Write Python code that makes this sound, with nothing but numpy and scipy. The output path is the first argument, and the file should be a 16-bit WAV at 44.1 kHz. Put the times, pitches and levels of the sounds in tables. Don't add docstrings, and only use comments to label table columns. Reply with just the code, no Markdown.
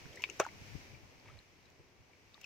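import sys
import numpy as np
from scipy import signal
from scipy.fft import rfft, irfft
from scipy.io import wavfile
from scipy.ndimage import uniform_filter1d, map_coordinates

SR = 44100
rng = np.random.default_rng(int(sys.argv[2]) if len(sys.argv) > 2 else 0)


def persist_wave(psi):
    counts = np.round(np.clip(psi, -1, 1) * 32767).astype(np.int16)
    wavfile.write(sys.argv[1], SR, np.atleast_2d(counts).T)


N = 108045
T = np.arange(N) / SR


def smack():
    # pitch_hz, relative_db, t60_s
    cavity_modes = [(262, -25, 0.034), (410, -19, 0.06), (600, -13, 0.018), (865, -8, 0.021),
                    (1150, -6.5, 0.015), (1476, -12, 0.019), (1700, -16.5, 0.011), (2380, -12.5, 0.016),
                    (3560, -19, 0.014), (5860, -19, 0.0068), (6200, -23, 0.006), (8000, -18, .005)]
    # freq_hz, density_db
    tear_spectrum = [(200, -10), (500, 7), (1500, 1.5), (2000, -6), (2450, 3.5), (3000, -18), (4700, -13.5),
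                     (6100, 1.5), (8200, -13.5), (9800, -24.5), (15000, -22)]
    # freq_hz, density_db
    spatter_spectrum = [(200, -21), (550, -6), (1000, -6), (1500, 7.5), (2000, 1), (2500, 3.5), (3500, -6),
                        (4700, -13), (6200, -13), (9000, -32), (15000, -32)]
    release_s, swell_s, tear_t60_s, spatter_t60_s = 0.4, 0.0019, 0.035, 0.15
    grains_per_s = 7000
    ring, t = np.zeros((2, N)), T[:SR // 5]
    modes = sum(from_db(db - 60 * t / t60_s) * np.sin(2 * np.pi * hz * t)
                for hz, db, t60_s in cavity_modes)
    add(ring, release_s, from_db(-15.5) * modes[None])
    swell = np.exp(-np.maximum(release_s - T, 0) / swell_s)
    since_s = np.maximum(T - release_s, 0)
    side = butter(grains(tear_spectrum, grains_per_s), 4000, "high")
    mid = grains(tear_spectrum, grains_per_s)
    tear = from_db(-27.5 - 60 * since_s / tear_t60_s) * (mid + side * [[1], [-1]])
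    spatter = from_db(-39.5 - 60 * since_s / spatter_t60_s) * grains(spatter_spectrum, grains_per_s)
    return pan(left_db=1.5) * (ring + swell * (tear + spatter))


def pops():
    # start_s, pitch_hz, relative_glide_per_s, level_db, rise_s, t60_s, left_db
    pockets = [(.129, 3230, -6, -53, 0.0018, .025, 2), (.1708, 1730, 29.5, -42.5, 0.0041, 0.025, 4),
               (.1935, 2110, 0, -46.5, .004, 0.027, 15), (.198, 960, 1, -51, .004, 0.055, -5),
               (.2068, 2200, 10, -46, .001, .012, 7), (0.22, 2720, 25, -40.5, 0.00074, .014, 2),
               (.2278, 2560, 23, -44, 0.00076, 0.011, 2),
               (0.2385, 2550, -11.5, -18.5, 0.00079, 0.0092, 5.5),
               (0.239, 1034, -3, -35.5, .0005, 0.012, -2), (0.243, 2350, -5, -35.5, 0.0013, 0.028, 12),
               (.2885, 2640, -15, -46, 0.00067, .014, 5), (.29, 371, 5.5, -46.5, 0.0049, 0.043, 0),
               (.2982, 2600, 24, -34, 0.0014, 0.011, 14), (.4026, 568, 3.5, -18, 0.00081, 0.02, 1),
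               (0.4055, 1254, -25, -26, 0.0015, 0.026, 0), (0.4175, 1400, -12, -30, 0.00083, 0.014, 5),
               (.431, 764, 7.5, -41, 0.0032, 0.052, 0), (0.4509, 1420, 5, -34, 0.0013, 0.016, 4),
               (0.4644, 953, -7, -31, 0.00054, 0.023, -1.5), (.488, 2030, 13, -43.5, 0.00083, .014, 10),
               (.944, 2350, -0.5, -51.5, 0.0064, 0.026, 6), (1.259, 995, -17, -54.5, 0.0023, 0.015, -3),
               (1.281, 2390, -24, -50.5, .002, 0.016, 9), (1.298, 1135, 20, -55.5, .003, 0.04, 1),
               (1.389, 4050, 9, -49, .0012, 0.014, 5), (1.654, 3850, 5, -63, .003, 0.027, 6),
               (2.095, 780, 2, -64, .002, 0.061, -3), (2.133, 2270, 4, -54, 0.00073, 0.013, 10),
               (2.3428, 3630, 5, -47.5, .001, 0.015, 10), (2.351, 1165, 0, -57.5, 0.0013, 0.047, 1),
               (2.3775, 2050, -15, -54.5, .0007, .014, 4), (2.379, 924, -16, -55, .001, 0.023, 0),
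               (2.414, 2630, 6, -48.5, 0.00079, .017, 2), (2.4412, 2750, -15, -39.5, 0.0021, 0.033, 6)]
    overtone_db = -16
    out, t = np.zeros((2, N)), T[:SR // 10]
    for start_s, pitch_hz, glide_per_s, level_db, rise_s, t60_s, left_db in pockets:
        phase = 2 * np.pi * pitch_hz * (t + glide_per_s * t * t / 2)
        attack = np.sin(np.pi / 2 * np.minimum(t / rise_s, 1)) ** 2
        envelope = attack * from_db(-60 * np.maximum(t - rise_s, 0) / t60_s)
        tone = np.sin(phase) + from_db(overtone_db) * envelope * np.sin(2 * phase)
        add(out, start_s, pan(left_db) * from_db(level_db) * envelope * tone)
    return out


def snaps():
    # start_s, centre_hz, level_db, t60_s, broadband_db, left_db
    films = [(.056, 1580, -44.5, 0.008, -27, 1), (.1575, 7360, -48, .008, -6, 6),
             (.161, 5300, -49, 0.011, -12, 3), (.2205, 6030, -49.5, 0.037, 1, 3),
             (0.2386, 3610, -32.5, 0.019, -19, 0.5), (.289, 1220, -43.5, 0.014, -18, 4),
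             (.2988, 6460, -43, 0.017, -16, 12), (.4085, 1490, -41, 0.037, -35, 2),
             (.4395, 5400, -49, 0.015, -20, 0), (.4465, 6850, -50, 0.016, -20, 15),
             (.4648, 6300, -52.5, .009, 2, 2), (1.198, 4720, -64, .02, -12, -5),
             (1.286, 1900, -54, .012, -22, 4), (1.287, 955, -44.5, .016, -25, -1),
             (1.654, 5000, -63, .025, -15, 8), (1.701, 5500, -58, 0.0071, -2, 4),
             (2.343, 4400, -54, .018, -15, 0), (2.411, 6360, -61, 0.011, 0, 18),
             (2.414, 5900, -54.5, 0.017, 4, 5), (2.432, 2940, -55, 0.081, -15, 4),
             (2.442, 1140, -54, 0.037, -25, 2), (2.4425, 5840, -57, .03, 1, 15)]
    # freq_hz, density_db
    broadband_spectrum = [(500, -6), (2000, 0), (7500, 0), (9500, -25), (12500, -4), (14500, -8)]
    rise_s = 0.00037
    broadband = colour(rng.standard_normal((2, N)), broadband_spectrum)
    white = rng.standard_normal(N)
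    out, t = np.zeros((2, N)), T[:SR // 10]
    for k, (start_s, centre_hz, level_db, t60_s, broadband_db, left_db) in enumerate(films):
        span = (np.arange(len(t)) + k * len(t)) % N
        attack = np.minimum(t / rise_s, 1)
        envelope = attack * from_db(level_db - 60 * np.maximum(t - rise_s, 0) / t60_s)
        band = resonance(white[span], centre_hz, width_hz=0.22 * centre_hz)
        burst = band + from_db(broadband_db) * broadband[:, span]
        add(out, start_s, pan(left_db) * envelope * burst)
    return out


def blade():
    # time_s, level_db
    press_levels = [(0, -74), (.09, -64), (.15, -59), (.22, -65), (.3, -65), (.38, -72), (.5, -84),
                    (1.74, -89), (1.8, -63), (1.86, -84)]
    # time_s, level_db
    slide_levels = [(1.2, -78), (1.26, -66.5), (1.29, -60.5), (1.33, -66), (1.39, -67.5), (1.46, -75.5)]
    # freq_hz, density_db
    squelch_spectrum = [(150, -8), (400, 4.5), (1100, -9.5), (2300, -1), (3500, -11), (8000, -24),
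                        (15000, -38)]
    rub = gain_curves(press_levels)[0] * resonance(rng.standard_normal(N), centre_hz=400, width_hz=260)
    squelch = gain_curves(slide_levels)[0] * grains(squelch_spectrum, rate_per_s=700)
    return pan(left_db=1.5) * (rub + squelch)


def reflections(x):
    rise_s, t60_s, cutoff_hz = 0.0051, 0.073, 4860
    t = T[:SR // 4]
    envelope = np.minimum(t / rise_s, 1) * from_db(-60 * t / t60_s)
    tail = butter(rng.standard_normal((2, len(t))) * envelope, cutoff_hz, "low")
    tail *= np.sqrt(2 * cutoff_hz / SR / np.sum(tail ** 2, axis=1, keepdims=True))
    return from_db(-10) * signal.fftconvolve(x, tail, axes=1)[:, :N]


def wind():
    # peak_s, level_db, sigma_s, left_db
    buffets = [(.061, -44.5, 0.0053, -28), (0.106, -55.5, 0.0089, -22), (0.55, -58, 0.01, 11),
               (0.618, -50.5, 0.0092, -6), (0.741, -51.5, 0.053, 26), (.755, -41.5, 0.0064, 31),
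               (0.936, -53.5, 0.027, 15), (1.04, -57, 0.017, 8), (1.284, -57, 0.026, 6),
               (1.357, -55, 0.027, -25), (1.805, -58, 0.0093, -1), (2.006, -62, 0.017, -2)]
    # freq_hz, density_db
    buffet_spectrum = [(20, -24), (50, -10), (90, 1), (125, -2), (180, -17), (400, -29), (1000, -54),
                       (4000, -82)]
    air = colour(rng.standard_normal((2, N)), buffet_spectrum)
    steady_air = air / np.sqrt(uniform_filter1d(air ** 2, size=700) + 1e-6)
    puffs = sum(pan(left_db) * from_db(level_db) * np.exp(-((T - peak_s) / sigma_s) ** 2 / 2)
                for peak_s, level_db, sigma_s, left_db in buffets)
    return steady_air * puffs


def outdoors():
    # time_s, rumble_db, hiss_db
    levels = [(0, -57, -58), (.15, -61.5, -58.5), (.37, -61, -57), (.55, -58, -59.5), (.68, -58.5, -57),
              (.85, -59, -58.5), (1.0, -61, -63.5), (1.23, -63, -65), (1.46, -67, -67.5), (1.7, -66, -68.5),
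              (1.97, -67.5, -70.5), (2.28, -67, -68), (2.45, -67.5, -65.5)]
    # freq_hz, density_db
    rumble_spectrum = [(20, -9), (50, -1), (95, 6), (160, -2.5), (330, -3), (600, -6.5), (1000, -8),
                       (1500, -17), (2500, -22), (6000, -54)]
    # freq_hz, density_db
    hiss_spectrum = [(500, -25), (1200, -8.5), (1700, -1.5), (2300, 4), (2800, -0.5), (3500, -6.5),
                     (4600, -5), (5900, -3.5), (7200, -13), (9500, -22.5), (12500, -19.5), (14500, -19),
                     (16000, -25)]
    # freq_hz, correlation
    likeness = [(60, 0.4), (130, 0.27), (290, 0.9), (640, 0.13), (1400, 0), (3100, 0.08), (7000, 0)]
    correlation, out = at_bins(likeness), 0
    for gain, spectrum in zip(gain_curves(levels), (rumble_spectrum, hiss_spectrum)):
        mid, side = rfft(rng.standard_normal((2, N)))
        stereo_bins = np.sqrt(1 + correlation) * mid + np.sqrt(1 - correlation) * side * [[1], [-1]]
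        out = out + gain * colour(irfft(stereo_bins, N), spectrum)
    return pan(left_db=1.24) * out


def grains(spectrum, rate_per_s):
    sizes = from_db(3 * np.minimum(rng.exponential(1, N), 3)) * rng.choice([-1, 1], N)
    hits = rng.random(N) < rate_per_s / SR
    return colour(sizes * hits, spectrum)


def resonance(x, centre_hz, width_hz):
    radius = np.exp(-np.pi * width_hz / SR)
    section = [1, 0, -1, 1, -2 * radius * np.cos(2 * np.pi * centre_hz / SR), radius ** 2]
    return rms_one(signal.sosfilt([section, section], x))


def butter(x, cutoff_hz, kind):
    return signal.sosfilt(signal.butter(2, cutoff_hz, kind, fs=SR, output="sos"), x)


def colour(x, spectrum):
    return rms_one(irfft(rfft(x) * from_db(at_bins(spectrum)), N))


def at_bins(rows):
    freq_hz, value = np.transpose(rows)
    bin_hz = np.arange(N // 2 + 1) * SR / N
    return np.interp(np.log(bin_hz + 1e-3), np.log(freq_hz), value)


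def gain_curves(rows):
    time_s, *columns_db = np.transpose(rows)
    return [from_db(np.interp(T, time_s, level_db)) for level_db in columns_db]


def from_db(db):
    return 10 ** (np.asarray(db) / 20)


def rms_one(x):
    return x / np.sqrt(np.mean(x ** 2) + 1e-20)


def pan(left_db):
    return rms_one(from_db(np.array([[left_db], [-left_db]]) / 2))


def add(out, start_s, sound):
    i = int(np.clip(start_s * SR, 0, N - 1))
    out[:, i:i + sound.shape[-1]] += sound[:, :N - i]


def scene():
    low_cut_hz, right_lag_s = 256, 0.00002
    left, right = butter(pops() + snaps() + smack() + blade(), low_cut_hz, "high")
    late_right = map_coordinates(right, [np.arange(N) - right_lag_s * SR], order=3)
    mud = np.array([left, late_right])
    return mud + reflections(mud) + wind() + outdoors()


def record(dry):
    cutoff_hz = 15800
    return signal.sosfilt(signal.ellip(10, .1, 70, cutoff_hz, fs=SR, output="sos"), dry)


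dry = scene()
out = record(dry)
persist_wave(out)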